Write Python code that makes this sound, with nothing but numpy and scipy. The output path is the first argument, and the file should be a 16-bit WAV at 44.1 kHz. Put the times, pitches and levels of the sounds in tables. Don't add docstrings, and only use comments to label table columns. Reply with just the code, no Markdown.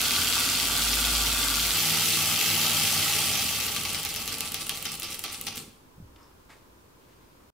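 import sys
import numpy as np
from scipy import signal
from scipy.fft import rfft, irfft
from scipy.io import wavfile
from scipy.ndimage import uniform_filter1d

SR = 44100
rng = np.random.default_rng(int(sys.argv[2]) if len(sys.argv) > 2 else 0)


def elevation(decibels):
    levels = np.asarray(decibels, float)
    return 10 ** (levels / 20)


def persist_wave(psi):
    counts = np.round(np.clip(psi, -1, 1) * 32767).astype(np.int16)
    wavfile.write(sys.argv[1], SR, np.atleast_2d(counts).T)


N = 332068
TIME = np.arange(N) / SR
FIRST_TOP_TURN = 37

# time in seconds, bright peak in dB, knock peak in dB.
CRANK_TOPS = [(3.7634, -18, -21), (3.8515, -23, -22), (3.946, -20, -20.5), (4.0504, -11, -26),
              (4.161, -16, -25), (4.2772, -16, -23), (4.4068, -11.5, -20.5), (4.5437, -13, -21.5),
              (4.694, -11.5, -19.5), (4.8538, -19.5, -26), (5.0315, -21, -26.5), (5.239, -20, -26.5),
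              (5.4676, -24, -29)]
# time in seconds, bright peak in dB.
CAM_CLICKS = [(3.665, -14), (3.748, -16), (3.8353, -15), (3.932, -16), (4.0318, -17), (4.141, -16),
              (4.258, -19.5), (4.384, -19), (4.5204, -16.5), (4.668, -19), (4.826, -17.5), (4.9987, -18),
              (5.193, -18), (5.4126, -17.5)]


def in_time(rows):
    s, *columns = np.transpose(rows)
    return [np.interp(TIME, s, column) for column in columns]


def at_hz(points, hz):
    point_hz, point_db = np.array(points).T
    return np.interp(np.log(hz), np.log(point_hz), point_db)


def rms_one(x):
    return x / np.sqrt(np.mean(x ** 2) + 1e-20)


def drift(knots_per_s):
    knots = rng.standard_normal(600)
    return np.interp(TIME * knots_per_s, np.arange(600), knots)


def high_pass(x, hz):
    return signal.sosfilt(signal.butter(2, hz, "high", fs=SR, output="sos"), x)


def left_right(mid, side):
    return np.array([mid + side, mid - side])


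def background():
    # frequency in Hz, density in dB per Hz.
    floor_spectrum = [(15, -40), (25, -4), (55, 1.5), (174, -7), (282, -5.5), (369, -7), (510, -9.5),
                      (744, -17.5), (1000, -11), (1310, -18), (1500, -18.5), (1910, -23.5), (12200, -30),
                      (15600, -27)]
    # frequency in Hz, side minus mid in dB.
    floor_width = [(60, -24), (180, -5), (550, -0.5), (1650, 2), (4970, 0.5), (15000, -2)]
    hz = np.maximum(np.arange(N // 2 + 1) * SR / N, 10)
    mid, side = irfft(rfft(rng.standard_normal((2, N))) * elevation(at_hz(floor_spectrum, hz)), N)
    side = irfft(rfft(side) * elevation(at_hz(floor_width, hz)), N)
    return np.array([mid, side]) / mid.std() * elevation(-57.5)


def room(x):
    t60_s, level_db = 0.53, -6.5
    t = np.arange(SR // 2) / SR
    tails = rng.standard_normal((2, len(t))) * elevation(-60 * t / t60_s) * (t > .003)
    tails = tails / np.sqrt(np.sum(tails[0] ** 2))
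    wet = signal.fftconvolve(x[None, :], tails, axes=1)[:, :N]
    wet = signal.lfilter(*signal.butter(1, 9000, fs=SR), wet)
    wet[1] = high_pass(wet[1], 1500) * elevation(-3.5)
    return elevation(level_db) * wet


def crank(table):
    (s0, k0), (s1, k1) = table[:2]
    a_second_before = (s0 - 1, k0 - (k1 - k0) / (s1 - s0))
    return in_time([a_second_before] + list(table))[0]


def rattle_db(full_db, slow_db):
    follows_speed = [0.66, 1.08, 1.134, 1.19]
    scrape_db = [8, -3, 0, 2]
    dying_db_per_s = [90, 40, 150, 140]
    after_s = TIME - 5.553
    rise = np.clip(after_s / 0.027, 0, 1)
    dying_s = np.maximum(after_s - .02, 0)
    return [db + share * slow_db + jump * rise - fall * dying_s
            for db, share, jump, fall in zip(full_db, follows_speed, scrape_db, dying_db_per_s)]


def contacts(turns, table, until_s, level_db, slack_turns, spread_db):
    driven, coasting_turns, tick_db, knock_db = np.transpose(table)
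    turn = np.arange(-1, 40)[:, None]
    free = np.clip((turn - 30.0) / 9.0, 0, 1)
    luck = np.clip(rng.standard_normal((2, len(turn), len(table))), -1.4, 1.4)
    angle = turn + driven + free * (coasting_turns - driven) + slack_turns * luck[0]
    times_s = np.interp(angle, turns, TIME).ravel()
    gain_db = np.interp(times_s, TIME, level_db) + 22.5 + spread_db * luck[1].ravel()
    tick_db = np.tile(tick_db, len(turn)) + gain_db - 3
    knock_db = np.tile(knock_db, len(turn)) + gain_db
    keep = (times_s > 0) & (times_s < until_s)
    return times_s[keep], tick_db[keep], knock_db[keep] - 11, knock_db[keep] - 33


def strikes(times_s, level_db, bounce_s, fall_db):
    out = np.zeros((2, N))
    luck = rng.random((len(times_s), 10))
    for k in range(5):
        delay_s = bounce_s * (k + (k > 0) * 1.6 * (luck[:, k] - .5))
        at = np.clip(np.round((times_s + delay_s) * SR).astype(int), 0, N - 1)
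        height = elevation(level_db + k * fall_db)
        np.add.at(out[0], at, height * (-1) ** k)
        np.add.at(out[1], at, height * (2 * luck[:, 5 + k] - 1))
    return out


def resonate(x, hz, width_hz):
    r = np.exp(-np.pi * width_hz / SR)
    b = [(1 - r * r) / 2, 0, (r * r - 1) / 2]
    a = [1, -2 * r * np.cos(2 * np.pi * hz / SR), r * r]
    return signal.lfilter(b, a, x + 1e-18)


def ring(x, modes, flicker_db=0):
    # frequency in Hz, side minus mid in dB.
    object_width = [(60, -65), (130, -65), (290, -19.5), (640, -9), (1410, -15.5), (3100, -5.5),
                    (6820, -1.5), (15000, -5)]
    flickers_per_s = 70
    step = np.arange(x.shape[1]) * flickers_per_s / SR
    pushes = elevation(flicker_db * rng.standard_normal((len(modes), 400)))
    out = 0
    for k, (hz, width_hz, db) in enumerate(modes):
        pushed = x * np.interp(step, np.arange(400), pushes[k]) if flicker_db else x
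        mid_side = [[1], [elevation(at_hz(object_width, hz))]]
        out = out + (-1) ** k * elevation(db) * resonate(pushed, hz, width_hz) * mid_side
    return out


def uneven_drag(turns, slow_db):
    drag_angles = [.004, .06, .18, .3, .38, .46, .56, .64, .74, .82, .9, .998]
    # frame in dB, bright in dB.
    drag_db = [(4.5, 2), (3.5, 1.5), (1.5, -1), (0.5, -2), (1, 3), (1, 1.5), (0, 1.5), (-3, -0.5),
               (-1.5, -2), (-1, 0), (-2.5, 0), (-1, 0)]
    depth = 0.09 - 0.1755 * np.minimum(slow_db, 0)
    frame_db, bright_db = (depth * np.interp(turns, drag_angles, db, period=1) for db in np.transpose(drag_db))
    return depth, frame_db, bright_db


def rattle_grains(turns, size_db):
    grains_per_turn, least_per_s = 200, 500
    chance = np.maximum(grains_per_turn * np.gradient(turns), least_per_s / SR)
    size = elevation(size_db * np.minimum(rng.exponential(1, N), 2.6)) / np.sqrt(chance)
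    grains = (rng.random(N) < chance) * size
    return grains * rng.choice([-1, 1], (2, N)) + 0.78 * rng.standard_normal((2, N))


def engine(turns, body, parts_db, slow_db, hits, heard, rub, size_db):
    # frequency in Hz, width in Hz, level in dB.
    rods = [(2590, 45, -3), (3030, 35, -2), (3175, 45, 2), (3380, 35, -1), (3600, 45, -2), (3963, 40, -2),
            (4420, 35, -2), (4600, 45, -2), (4800, 60, -4)]
    flicker_db = 1.6
    times_s, tick_db, knock_db, hollow_db = hits
    depth, frame_db, bright_db = uneven_drag(turns, slow_db)
    grains = rattle_grains(turns, size_db)
    knocks = strikes(times_s, knock_db + 2.5, .0012, -10)
    ticks = strikes(times_s, tick_db + 1, 0.00045, -5)
    blows = [knocks, strikes(times_s, hollow_db, 0.00205, -8.0), knocks, ticks, ticks]

    base, low, frame, bright = parts_db
    angle, rub_low_db, rub_frame_db = np.transpose(rub)
    driven = np.clip(1.5 + slow_db / 4.0, 0, 1)
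    low = low + driven * np.interp(turns, angle, rub_low_db, period=1)
    frame = frame + driven * np.interp(turns, angle, rub_frame_db, period=1)
    levels_db = [base + 0.22 * frame_db, low + 0.95 * frame_db, frame + frame_db, bright - 2.5 + bright_db,
                 bright - 2.6 + 0.77 * bright_db - 0.82 * depth]
    hit_db = [0.92, 31.0, 18.27, 6.5, 8.1]
    edges_hz = [0, 600, 1900, 6000, 10500, SR]

    out = np.zeros((2, N))
    for part, level_db in enumerate(levels_db):
        modes = [m for m in body if edges_hz[part] < m[0] < edges_hz[part + 1]]
        rattle = ring(grains[:, heard], modes, flicker_db * (part in (1, 2)))
        struck = ring(blows[part][:, heard], modes)
        if part == 2:
            rattle = rattle + ring(np.roll(grains, 300, axis=1)[:, heard], rods, flicker_db)
            struck = struck + ring(knocks[:, heard], rods)
        rattle_gain = elevation(level_db + 0.77 * drift(14))[heard]
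        out[:, heard] += rattle / rattle[0].std() * rattle_gain + struck * elevation(hit_db[part])

    snaps = strikes(times_s, tick_db, .0003, -12) * [[1], [.4]]
    out += elevation(3 + 5.5 * depth) * high_pass(snaps, 12000)
    out -= 0.42 * resonate(out, 1797, 170)
    return high_pass(out, 65)


def clacks(turns, angle_turns, strength, modes):
    s = np.interp(np.arange(33) + angle_turns, turns, TIME)
    level_db = np.interp(s, *np.transpose(strength)) + 1.5 * rng.standard_normal(len(s))
    return ring(strikes(s, level_db, .0007, -10), modes)


def shaking(turns, orders, gain_db, wobble):
    out = 0
    for multiple, db in orders:
        level = np.sqrt(2) * elevation(db + gain_db + 3.0 * wobble * drift(7))
        out = out + level * np.sin(2 * np.pi * (multiple * turns + .04 * wobble * drift(6)))
    return out


def first_stand(turns):
    # angle driven in turns, angle coasting in turns, bright tick in dB, frame knock in dB.
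    play_taken_up = [(0, 0, -5, -9), (.11, .11, -2, -7), (.225, .225, -5, -9), (.33, .33, -3, -6),
                     (.53, .53, -8, -10), (.57, .57, -8, -10), (.715, .715, -5, -9), (.805, .805, -7, -2),
                     (.97, .97, -7, -8)]
    full_rattle_db = [-43, -37.5, -30.5, -34]
    # frequency in Hz, width in Hz, level in dB.
    body = [(79, 21, 0.5), (150, 54, -0.5), (258, 39, 1.5), (383, 130, -3.5), (526, 240, -6),
            (677, 150, -17), (886, 250, -5), (1159, 33, 4.5), (1407, 160, 1.5), (2090, 380, -1),
            (2617, 140, 2.5), (2798, 49, 6.5), (3200, 206, 3.5), (3505, 170, 5.5), (4280, 960, 1),
            (5060, 270, 4), (5390, 680, -0.5), (7800, 1500, 1.5), (8910, 500, 5), (11530, 2600, 0.5),
            (15400, 890, 0)]
    # angle in turns, frame low in dB, frame in dB.
    rub = [(0.01, -2, 0), (.1, -1, -1.5), (.18, 0.5, -2), (.27, -0.5, -1.5), (.35, -0.5, 1),
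           (.43, -0.5, -1), (.6, 3.5, -0.5), (.72, -1.5, -0.5), (.79, -9, -3.5), (.82, 1.5, 5.5),
           (.86, 1, -3.5), (.91, -1.5, 4.5)]
    # multiple of the crank speed, rms in dB.
    shake = [(5, -53), (8, -56), (10, -57), (13, -51), (18, -62)]
    # time in seconds, level in dB.
    clack_db = [(0, 1.5), (.6, 1.5), (.8, -4), (1.3, -3), (1.45, 0), (1.75, -1)]
    # frequency in Hz, width in Hz, level in dB.
    clack_modes = [(3900, 800, 0), (4750, 900, 0)]
    heard = slice(0, int(1.85 * SR))
    slow_db = 0 * TIME
    parts_db = rattle_db(full_rattle_db, slow_db)
    hits = contacts(turns, play_taken_up, 1.8, parts_db[2], slack_turns=.003, spread_db=1.8)
    air = engine(turns, body, parts_db, slow_db, hits, heard, rub, size_db=2.5)
    air += clacks(turns, .803, clack_db, clack_modes)
    return air, shaking(turns, shake, 0, wobble=0.7)


def table_hum(turns):
    # multiple of the crank speed, level in dB.
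    hum = [(2.97, -0.5)]
    # time in seconds, level in dB.
    swell = [(0, -49), (.56, -50), (.67, -44), (.78, -44), (.86, -37), (1.216, -33.5), (1.726, -41),
             (1.79, -62)]
    return shaking(turns, hum, in_time(swell)[0], wobble=0.25)


def slowing_db(turns):
    full_turns_per_s = 19.0
    turns_per_s = uniform_filter1d(np.gradient(turns) * SR, size=6000)
    return 20 * np.log10(np.clip(turns_per_s / full_turns_per_s, .18, 1.06))


def coasting(turns, frame_db):
    # angle in turns, bright and knock in dB over the rattle.
    play_between = [(.065, 8, 6), (.2, 4, 4)]
    # time in seconds,
    # bright peak in dB, knock peak in dB.
    more_contacts = [(3.72, -24, -25), (3.813, -24, -24), (3.904, -28, -24), (3.998, -27, -29),
                     (4.104, -28, -28), (4.149, -28, -25), (4.212, -34, -36), (4.2186, -32, -32),
                     (4.325, -30, -28), (4.342, -26, -28), (4.455, -28, -30), (4.4752, -28, -27),
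                     (4.619, -23, -29), (4.629, -30, -33), (4.7396, -34, -32), (4.7531, -30, -34),
                     (4.7735, -25, -29), (4.919, -23, -32), (4.9414, -27, -32), (4.9547, -26, -36),
                     (5.021, -34, -25), (5.1058, -28, -41), (5.1208, -31, -29), (5.1296, -26, -32),
                     (5.1453, -23, -30), (5.1504, -28, -35), (5.1986, -31, -40), (5.2445, -30, -46),
                     (5.3228, -28, -38), (5.3297, -26, -46), (5.3447, -28, -28), (5.473, -34, -33),
                     (4.0366, -32, -28), (4.096, -34, -30), (4.61, -36, -31), (4.768, -34, -35),
                     (4.93, -36, -33), (5.037, -32, -33), (5.045, -29, -37), (5.049, -30, -30),
                     (5.339, -38, -42), (5.5543, -33, -42), (5.559, -28, -38), (5.5718, -29, -32),
                     (5.578, -27, -27)]
    angle, tick_db, knock_db = np.transpose(play_between)
    turn = np.arange(FIRST_TOP_TURN - 1, FIRST_TOP_TURN + len(CRANK_TOPS) - 1)[:, None]
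    luck = np.clip(rng.standard_normal((len(turn), 3, len(play_between))), -1.5, 1.5)
    s = np.interp(turn + angle + .008 * luck[:, 0], turns, TIME)
    level_db = np.interp(s, TIME, frame_db)
    play_tick_db = level_db + tick_db + 2.0 * luck[:, 1]
    play_knock_db = level_db + knock_db + 2.9 * luck[:, 2]
    play = np.array([s, play_tick_db, play_knock_db]).reshape(3, -1)
    cam = [(click_s, db, db - 19) for click_s, db in CAM_CLICKS]
    s, tick_db, knock_db = np.c_[np.transpose(CRANK_TOPS + cam + more_contacts), play]
    hollow_db = knock_db - 40 + 2.7 * rng.standard_normal(len(s))
    return s, tick_db, knock_db, hollow_db


def pings():
    # frequency in Hz, width in Hz, level in dB.
    spring = [(2860, 240, 0)]
    s, db = np.transpose(CAM_CLICKS)
    return ring(strikes(s, db + 11, .001, 0), spring)


def second_stand(turns):
    # angle driven in turns, angle coasting in turns, bright tick in dB, frame knock in dB.
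    play_taken_up = [(-.005, .005, -4, -6), (.07, .13, -11, -10), (.225, .37, -3, -4), (.385, .44, -9, -4),
                     (.462, .51, -2, -2), (.63, .63, -13, -11), (.708, .78, -3, -6), (.783, .835, -2, -7)]
    full_rattle_db = [-43, -40, -30.5, -27.5]
    # frequency in Hz, width in Hz, level in dB.
    body = [(92.6, 25, 2.5), (158.6, 17, 5), (222.6, 17, 7), (282, 18.4, 0.5), (337, 14, 2), (415, 25, -1),
            (454, 37, -1.5), (541, 30, -3.5), (634, 69, -2), (788, 33, 5.5), (853, 54, 3), (1165, 31, 6.5),
            (1226, 19, 4.5), (1300, 83, 3.5), (2040, 500, -0.5), (2674, 234, 4.5), (3036, 230, 2.5),
            (3336, 120, 7), (3420, 260, 4), (4130, 660, 2.5), (4880, 980, 1.5), (5860, 880, 1.5),
            (7480, 1750, 2.5), (9390, 2930, 5.5), (11270, 5400, 1.5), (15100, 700, 0.5)]
    # angle in turns, frame low in dB, frame in dB.
    rub = [(0.01, 2, 0.5), (.1, -0.5, 2.5), (.2, -0.5, -2), (.3, 2.5, -1), (.4, -4, 2), (.5, -6, -1.5),
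           (.57, 2.5, 3), (.64, -3, -3), (.72, -1, 2.5), (.8, 4, -1.5), (.9, -5.5, 2)]
    # multiple of the crank speed, rms in dB.
    shake = [(4, -59), (5, -49), (8, -47), (12, -52), (17, -54), (23, -57)]
    # time in seconds, level in dB.
    clink_db = [(1.75, 4), (2.4, 6), (2.6, 11), (2.95, 10), (3.3, 7), (3.5, 1)]
    # frequency in Hz, width in Hz, level in dB.
    clink_modes = [(3080, 64, 0), (3220, 88, 1)]
    heard = slice(int(1.65 * SR), int(5.75 * SR))
    slow_db = slowing_db(turns)
    parts_db = rattle_db(full_rattle_db, slow_db)
    driven = contacts(turns, play_taken_up, 3.66, parts_db[2], slack_turns=.004, spread_db=1.5)
    hits = [np.r_[a, b] for a, b in zip(driven, coasting(turns, parts_db[2]))]
    air = engine(turns, body, parts_db, slow_db, hits, heard, rub, size_db=2.2)
    air += pings()
    air += clacks(turns, .385, clink_db, clink_modes)
    air *= np.clip((5.7 - TIME) / 0.014, 0, 1)
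    return air, shaking(turns, shake, 1.4 * (parts_db[2] + 31), wobble=0.4)


def hand():
    # time in seconds, peak in dB, frequency in Hz.
    thuds = [
        (5.569, -42, 105),
        (5.589, -48, 246),
        (5.679, -39.5, 220),
        (5.98, -42, 150),
        (6.001, -37.5, 182),
        (6.025, -37, 106),
        (6.059, -47, 90),
        (6.1, -50, 60),
    ]
    # start and length in seconds, level in dB, centre in Hz, width in Hz.
    rustles = [(5.757, 0.13, -61, 62, 22), (6.055, 0.28, -59, 50, 15), (6.16, 0.0097, -54, 3000, 1500),
               (6.156, 0.3, -60.5, 1050, 350), (7, .14, -69, 2700, 1500), (6.19, 0.17, -69, 5300, 300),
               (6.228, 0.027, -59, 5200, 460), (6.499, 0.055, -51, 1900, 350),
               (6.495, 0.054, -63, 600, 400), (6.25, .06, -72, 5400, 250), (5.572, 0.14, -52, 9100, 700),
               (7.4, .06, -63, 1150, 200), (6.488, 0.13, -56, 900, 1200), (6.493, 0.13, -63, 4900, 5000),
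               (7.053, 0.49, -68.5, 1900, 1700)]
    out, late = np.zeros(N), slice(int(5.5 * SR), N)
    for s, db, hz in thuds:
        t = np.maximum(TIME[late] - s, 0)
        out[late] += elevation(db - 60 * t / 0.073) * np.sin(2 * np.pi * hz * t)
    for s, length_s, db, hz, width_hz in rustles:
        t = (TIME[late] - s) / length_s
        shape = np.clip(t * 15.0, 0, 1) * np.clip(1 - t, 0, 1) ** 1.06
        noise = rms_one(resonate(rng.standard_normal(len(t)), hz, width_hz))
        out[late] += elevation(db + 1.9 * drift(60)[late]) * shape * noise
    return out


def scene():
    # time in seconds, angle in turns.
    marks_1 = [(0.01, 0), (0.4451, 8), (1.3282, 24), (1.7733, 32)]
    # time in seconds, angle in turns.
    marks_2 = [(1.735, 0), (2.1351, 8), (2.5418, 16), (2.9531, 24), (3.2713, 30), (3.3905, 32),
               (3.5251, 34), (3.6787, 36)]
    change_s, fade_s, rest_s = 1.755, 0.047, 5.75
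    tops = [(row[0], FIRST_TOP_TURN + k) for k, row in enumerate(CRANK_TOPS)]
    rest = (rest_s, FIRST_TOP_TURN + len(CRANK_TOPS))
    turns_1, turns_2 = crank(marks_1), crank(marks_2 + tops + [rest])
    first, table_1 = first_stand(turns_1)
    second, table_2 = second_stand(turns_2)
    share = np.clip((TIME - change_s) / fade_s + .5, 0, 1)
    near = first * np.sqrt(1 - share) + second * np.sqrt(share)
    near[0] += hand()
    mid, side = near + room(near[0]) + background()
    table = table_1 * np.sqrt(1 - share) + table_2 * np.sqrt(share)
    return left_right(mid, side) + table + table_hum(turns_1)


def top_cut(x):
    return signal.sosfilt(signal.butter(12, 17010, fs=SR, output="sos"), x)


def record(dry):
    top_hz, sudden_db, end_s = 16050, 31, 7.5
    cut = signal.sosfilt(signal.cheby2(14, 40, top_hz, fs=SR, output="sos"), dry)
    top_band = signal.cheby2(8, 50, [top_hz - 300, top_hz + 700], "band", fs=SR, output="sos")
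    top = signal.sosfilt(top_band, dry)
    treble = np.diff(dry.sum(axis=0), 2, prepend=[0, 0]) ** 2
    sudden = uniform_filter1d(treble, size=40) > elevation(sudden_db) * uniform_filter1d(treble, size=1500)
    cut = cut + .5 * top * np.minimum(5 * uniform_filter1d(1. * sudden, size=200), 1)
    cut *= np.clip((end_s + 0.0042 - TIME) / 0.0017, .03, 1)
    return top_cut(cut)


dry = scene()
out = record(dry)
persist_wave(out)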